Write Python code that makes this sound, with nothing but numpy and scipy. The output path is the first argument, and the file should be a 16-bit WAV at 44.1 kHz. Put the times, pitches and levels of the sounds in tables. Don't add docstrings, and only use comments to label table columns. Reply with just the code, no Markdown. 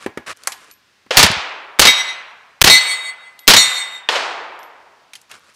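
import sys
import numpy as np
from scipy import signal
from scipy.fft import rfft, irfft, next_fast_len
from scipy.io import wavfile

SR = 44100
rng = np.random.default_rng(int(sys.argv[2]) if len(sys.argv) > 2 else 0)


def transcribe(u):
    v = np.clip(np.atleast_2d(u).T, -1, 1)
    q = np.round(v * 32767).astype(np.int16)
    wavfile.write(sys.argv[1], SR, q)


N = 244916
T = np.arange(2 * SR) / SR

# start in seconds, length in seconds, level in dB.
RUB_STROKES = [(-0.01, 0.06, -38.5), (0.262, 0.072, -28.5), (0.349, .39, -47), (5.292, .1, -44),
               (5.379, 0.17, -54.5)]
# frequency in Hz, level in dB.
BUMP_SPECTRUM = [(30, -5.5), (70, -2.5), (110, -2.5), (200, -7), (600, -27), (2000, -53)]
# frequency in Hz, level in dB.
BLAST_SPECTRUM = [(40, -0.5), (120, -1.5), (500, -2), (1200, 0.5), (2500, 2.5), (4500, 2.5), (8000, -7.5),
                  (15000, -22.5)]


def amp(db):
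    return 10 ** (np.asarray(db) / 20)


def along(points, hz):
    freqs, values = np.transpose(points)
    return np.interp(np.log(hz + 1), np.log(freqs + 1), values)


def noise(spectrum, size=len(T)):
    gains = amp(along(spectrum, np.fft.rfftfreq(size, 1 / SR)))
    coloured = irfft(rfft(rng.standard_normal(size)) * gains, size)
    return coloured / coloured.std()


def fade(t60, attack):
    return np.exp(-np.log(1000) * T / t60) * (1 - np.exp(-T / attack))


def wobble(rate, x=T):
    values = rng.standard_normal(int(x[-1] * rate) + 2)
    return np.interp(x * rate, np.arange(len(values)), values)


def add(track, start, sound):
    part = track[max(round(start * SR), 0):][:len(sound)]
    part += sound[:len(part)]


def air():
    # frequency in Hz, level in dB.
    air_spectrum = [(30, -5), (120, -8), (300, -7.5), (700, -10.5), (1600, -4), (5000, -10.5),
                    (10000, -24.5), (15000, -31.5)]
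    return amp(-58) * noise(air_spectrum, size=N)


def rubs():
    # frequency in Hz, level in dB.
    rub_spectrum = [(35, -52), (60, -27), (591, -9.5), (855, -14), (1150, -2.5), (1450, -5), (2060, -8.5),
                    (9450, -21), (15000, -43)]
    out = np.zeros(N)
    for start, length, db in RUB_STROKES:
        stroke = np.sqrt(np.abs(np.sin(np.pi * np.minimum(T / length, 1))))
        catches = amp(3.2 * wobble(770) + wobble(60))
        scrape = catches * noise(rub_spectrum)
        rumble = amp(-22) * noise(BUMP_SPECTRUM)
        add(out, start, amp(db) * stroke * (scrape + rumble))
    return out


def snap_colour(hz):
    treble_db = -20 * np.log10(11500 / hz)
    return [(hz / 6, -38), (hz / 1.6, -5), (hz, 0), (11500, treble_db), (14500, treble_db - 18)]


def rattle(ticks_per_second=32):
    loudness = np.zeros(N)
    hiss = noise(snap_colour(hz=6430), size=N)
    tick_shape = fade(0.0088, 0.00025)
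    for start, length, _ in RUB_STROKES:
        for place, strength in rng.random((round(ticks_per_second * length), 2)):
            add(loudness, start + place * length, amp(-52 + 8.7 * strength) * tick_shape)
    return loudness * hiss


def snap(hz, t60):
    return noise(snap_colour(hz)) * (fade(t60, 0.00021) + amp(-21.5) * fade(8 * t60, 0.0054))


def clack():
    # frequency in Hz, level in dB, fade time in seconds.
    spring_tones = [(1030, -9, 1), (1040, -4.5, 0.68), (1674, -0.5, .6), (1857, -8.5, .58)]
    # frequency in Hz, level in dB.
    hollow_spectrum = [(150, -36), (450, -15), (620, -9.5), (790, -1), (1000, -3), (1280, -6.5), (1500, -7),
                       (1800, -6.5), (2300, -8), (6000, -39.5)]
    ring = sum(amp(db) * fade(t60, 0.002) * np.sin(2 * np.pi * (hz * T + rng.random()))
               for hz, db, t60 in spring_tones)
    hollow = noise(hollow_spectrum) * (fade(0.026, 0.0029) + amp(-25) * fade(0.33, 0.0037))
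    return hollow + amp(-33.5) * ring


def bump():
    return noise(BUMP_SPECTRUM) * fade(0.062, 0.0081)


def knocks(base_hz=413, t60=0.026):
    # start in seconds, level in dB, pitch multiplier (soft contacts are lower).
    contacts = [(0.0616, -11, 0.95), (0.1737, -13.5, 0.954), (0.446, -45.5, 0.67), (0.685, -40.5, 0.92),
                (1.0634, -39, 0.61)]
    # frequency in Hz before the multiplier, level in dB.
    stock_spectrum = [(40, -19.5), (130, -22.5), (250, -3.5), (410, -0.5), (560, -8), (1200, -27.5),
                      (5000, -55.5)]
    out = np.zeros(N)
    for start, db, pitch in contacts:
        tone = np.sin(2 * np.pi * base_hz * pitch * T) * fade(t60, 0.0012)
        body = noise([(hz * pitch, level) for hz, level in stock_spectrum])
        body *= fade(t60, 0.0016) + amp(-18) * fade(0.17, 0.0045)
        shaken_parts = amp(-16.5) * snap(hz=2297, t60=t60) + amp(-1.5) * clack()
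        add(out, start, amp(db) * (tone + amp(-3.5) * body + shaken_parts))
        add(out, start + 0.01, amp(db - 17) * bump())
    return out


def clicks_and_cracks():
    # start in seconds, level in dB, centre frequency in Hz, fade time in seconds.
    sharp_sounds = [(0.3716, -36, 6700, 0.01), (0.4354, -27, 5460, 0.013), (0.4722, -9, 6300, 0.024),
                    (0.5206, -24, 2950, 0.047), (1.264, -5.5, 2270, 0.017), (1.3154, -11.5, 2270, .012),
                    (5.1342, -28, 2480, 0.028), (5.153, -30.5, 3070, 0.044), (5.2148, -41, 7480, 0.019),
                    (5.3135, -28, 2220, 0.027)]
    out = np.zeros(N)
    for start, db, hz, t60 in sharp_sounds:
        clack_db = 7.5 + 1.74 * db
        add(out, start, amp(db) * snap(hz, t60) + amp(clack_db) * clack())
    return out


def pings(ring_hz=11800):
    # start in seconds, level in dB.
    ticks = [(0.526, -33), (0.7122, -31), (3.3912, -29.5), (4.591, -39), (4.631, -38)]
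    out = np.zeros(N)
    tone = amp(-10.5) * fade(0.15, 0.00065) * np.sin(2 * np.pi * ring_hz * T)
    for start, db in ticks:
        add(out, start, amp(db) * (snap(hz=4500, t60=0.012) + tone))
    return out


def other_bay(echo_delay=0.064):
    # start in seconds, then the levels of blast, bank echo and forest in dB.
    shots = [(1.1076, -12.5, -13.5, -16.5), (4.0884, -11, -6.5, -15.5)]
    # frequency in Hz, level in dB.
    crack_spectrum = [(50, -32), (200, -29.5), (500, 7.5), (1100, -0.5), (2800, 2), (5500, -8),
                      (10000, -32), (15000, -37.5)]
    forest_spectrum = [(50, -34), (150, -26), (400, -8), (900, 0), (2300, -4.5), (4500, -6), (8000, -17.5),
                       (15000, -39.5)]
    out = np.zeros(N)
    for start, db, bank_db, forest_db in shots:
        crack = noise(crack_spectrum) * (fade(0.041, 0.0001) + amp(-3.5) * fade(0.12, 0.0002))
        add(out, start, amp(db) * crack)
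        add(out, start + echo_delay, amp(bank_db) * noise(crack_spectrum) * fade(0.074, 0.0044))
        add(out, start, amp(forest_db) * forest(forest_spectrum, stretch=1.06, build=0.025))
    return out


def forest(spectrum, stretch, build):
    # frequency in Hz, fade time in seconds before stretching.
    fade_times = [(80, 0.1), (300, 1.55), (900, 1.568), (2200, 1.257), (4500, 0.74), (8000, 0.57),
                  (15000, 0.3)]
    hz, seconds, bands = signal.stft(noise(spectrum), SR, nperseg=256)
    t60 = stretch * along(fade_times, hz)[:, None]
    bands *= np.exp(-np.log(1000) * seconds / t60)
    wash = signal.istft(bands, SR, nperseg=256)[1][:len(T)]
    return wash * (1 - np.exp(-T / build))


def carbine(echo_delay=0.058, recoil_gap=0.064, recoil_loss_db=8):
    # start in seconds, then the levels of blast, pressure surge, bank echo,
    # forest and recoil bump in dB.
    shots = [(1.170, 15, 12.5, 5.5, -9.5, -2.5), (1.794, 13, 14.5, -0.5, -9.5, -26),
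             (2.6152, 21.5, 26.5, 2, -9, -27), (3.4775, 17, 11, 3.5, -9.5, -18.5)]
    # frequency in Hz, level in dB.
    forest_spectrum = [(40, -17.5), (120, -9.5), (300, -14.5), (900, 3), (2200, 7.5), (4500, 9),
                       (8000, -3.5), (15000, -28)]
    hammer_spectrum = [(200, -25.5), (1200, -7), (2300, 1), (5000, -4.5), (15000, -24.5)]
    out = np.zeros(N)
    for start, db, surge_db, bank_db, forest_db, recoil_db in shots:
        hammer = noise(hammer_spectrum) * fade(0.008, 0.00017)
        add(out, start - 0.005, amp(-11) * hammer)
        scatter = amp(-20) * fade(0.23, 0.054)
        blast = noise(BLAST_SPECTRUM) * (fade(0.1, 0.00027) + scatter)
        add(out, start, amp(db) * blast + amp(surge_db) * surge(period=0.061, rise=0.007))
        add(out, start + echo_delay, amp(bank_db) * noise(BLAST_SPECTRUM) * fade(0.087, 0.00069))
        add(out, start, amp(forest_db) * forest(forest_spectrum, stretch=0.89, build=0.018))
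        for k in range(3):
            add(out, start + (k + 1) * recoil_gap, amp(recoil_db - k * recoil_loss_db) * bump())
    return out


def surge(period, rise):
    return -(T / rise) ** 2 * np.exp(-T / rise) * np.sin(2 * np.pi * T / period)


def plates():
    # start in seconds, level in dB, swings a second, seconds to the first
    # swell, swing depth in dB, seconds of free ringing, shimmer level in dB.
    hits = [(1.87, 0.5, 9.8, 0.026, 3.5, .27, -30.5), (2.698, .5, 5.8, 0.048, 5, .38, -25.5),
            (3.564, 0.5, 5.4, 0.048, 3, .39, -25.5)]
    # frequency in Hz, level in dB, free fade time in seconds.
    first_tones = [(2032, -15, 0.87), (2240, -16, 0.64), (3203, -23, 0.65), (3777, -10, 0.65),
                   (4067, -26, 0.98), (5367, -26, 0.5), (5712, -24, 0.8), (6058, -26, 0.58),
                   (6303, -30, 0.75), (7816, -27, 0.62), (7912, -27, 0.61), (9132, -39, 0.77),
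                   (11500, -38, 0.4), (13530, -34, 0.32)]
    second_tones = [(2032, -12.5, 1.35), (2252, -19, 1.16), (3329, -28, 1.44), (3694, -14, 0.65),
                    (3762, -14, 1.08), (4122, -9, 0.45), (4418, -14, 0.95), (5427, -25, 0.59),
                    (6010, -16, 0.46), (6729, -32, 1.23), (7072, -25, 0.64), (7457, -31, 0.88),
                    (8084, -23, 1.25), (8232, -24, 1.15), (10659, -39, 1.58), (11066, -38, 1.26),
                    (11864, -36, 0.9), (12794, -35, 0.62), (14230, -41, 0.69)]
    third_tones = [(2017, -22, 1.57), (2213, -22, 0.88), (3646, -17, 1.18), (3728, -16, 1.09),
                   (3974, -13, 0.52), (4326, -13, 0.68), (5669, -22, 0.58), (5917, -20, 0.53),
                   (6687, -23, 0.57), (6932, -18, 0.49), (7341, -20, 0.74), (8038, -20, 0.74),
                   (8156, -20, 0.73), (9805, -34, 0.63), (10610, -34, 0.77), (11490, -35, 0.73),
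                   (11770, -36, 0.76), (14166, -47, 0.94)]
    out = np.zeros(N)
    for hit, tones in zip(hits, (first_tones, second_tones, third_tones)):
        start, db, swing_rate, first_swell, swing_db, free_time, shimmer_db = hit
        caught = np.clip((T - free_time) / 0.07, 0, 1)
        swing = 2 * np.pi * swing_rate * (T - first_swell)
        ring = plate_ring(tones, swing, swing_db, caught)
        facing_db = swing_db * np.cos(swing)
        ring += amp(shimmer_db + facing_db - 9 * caught) * shimmer() * fade(0.73, 0.0005)
        first_flex = 1 + fade(0.24, 0.00088)
        splash = amp(-3.5) * noise(BLAST_SPECTRUM) * fade(0.11, 0.0003)
        add(out, start, amp(db) * (ring * first_flex + splash))
    return out


def plate_ring(tones, swing, swing_db, caught, sway_metres=0.01, flutter_rate=50):
    ring = np.zeros(len(T))
    delay = sway_metres * np.sin(swing) / 343
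    echo = 0.64 * (1 - np.exp(-T / 0.068))
    for hz, db, t60 in tones:
        start_phase, lag = rng.uniform(0, 2 * np.pi), rng.normal(0, 0.4)
        loss_db = 60 * T / t60 + 6 * caught * (1 + hz / 7000)
        gain = amp(db + swing_db * np.cos(swing + lag) - loss_db)
        phase = 2 * np.pi * hz * (T + delay) + start_phase + 0.52 * wobble(56)
        scattered = wobble(flutter_rate) * np.sin(phase) + wobble(flutter_rate) * np.cos(phase)
        ring += gain * (np.sin(phase) + echo * scattered)
    return ring


def shimmer():
    # frequency in Hz, level in dB.
    shimmer_spectrum = [(500, -17), (1500, -6), (3000, 1), (6000, 4), (8500, -1), (12000, -12),
                        (15000, -14.5)]
    hz = np.fft.rfftfreq(len(T), 1 / SR)
    peaks = amp(np.minimum(18 * wobble(1 / 40, hz), 30))
    tones = irfft(rfft(noise(shimmer_spectrum)) * peaks, len(T))
    return tones / tones.std()


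def scene():
    mix = air() + carbine() + other_bay() + plates()
    mix += knocks() + clicks_and_cracks() + pings() + rubs() + rattle()
    return mix[None]


def record(dry):
    mic_limit, bass_hz, top_hz = 1.06, 72, 15600
    squashed = dry / (1 + np.abs(dry / mic_limit) ** 6) ** (1 / 6)
    bass_cut = signal.butter(3, bass_hz, "high", fs=SR, output="sos")
    clipped = np.clip(signal.sosfilt(bass_cut, squashed), -1, 1)
    size = next_fast_len(N + SR // 2)
    treble_cut = 1 / (1 + (np.fft.rfftfreq(size, 1 / SR) / top_hz) ** 120)
    return irfft(rfft(clipped, size) * treble_cut, size)[:, :N]


dry = scene()
out = record(dry)
transcribe(out)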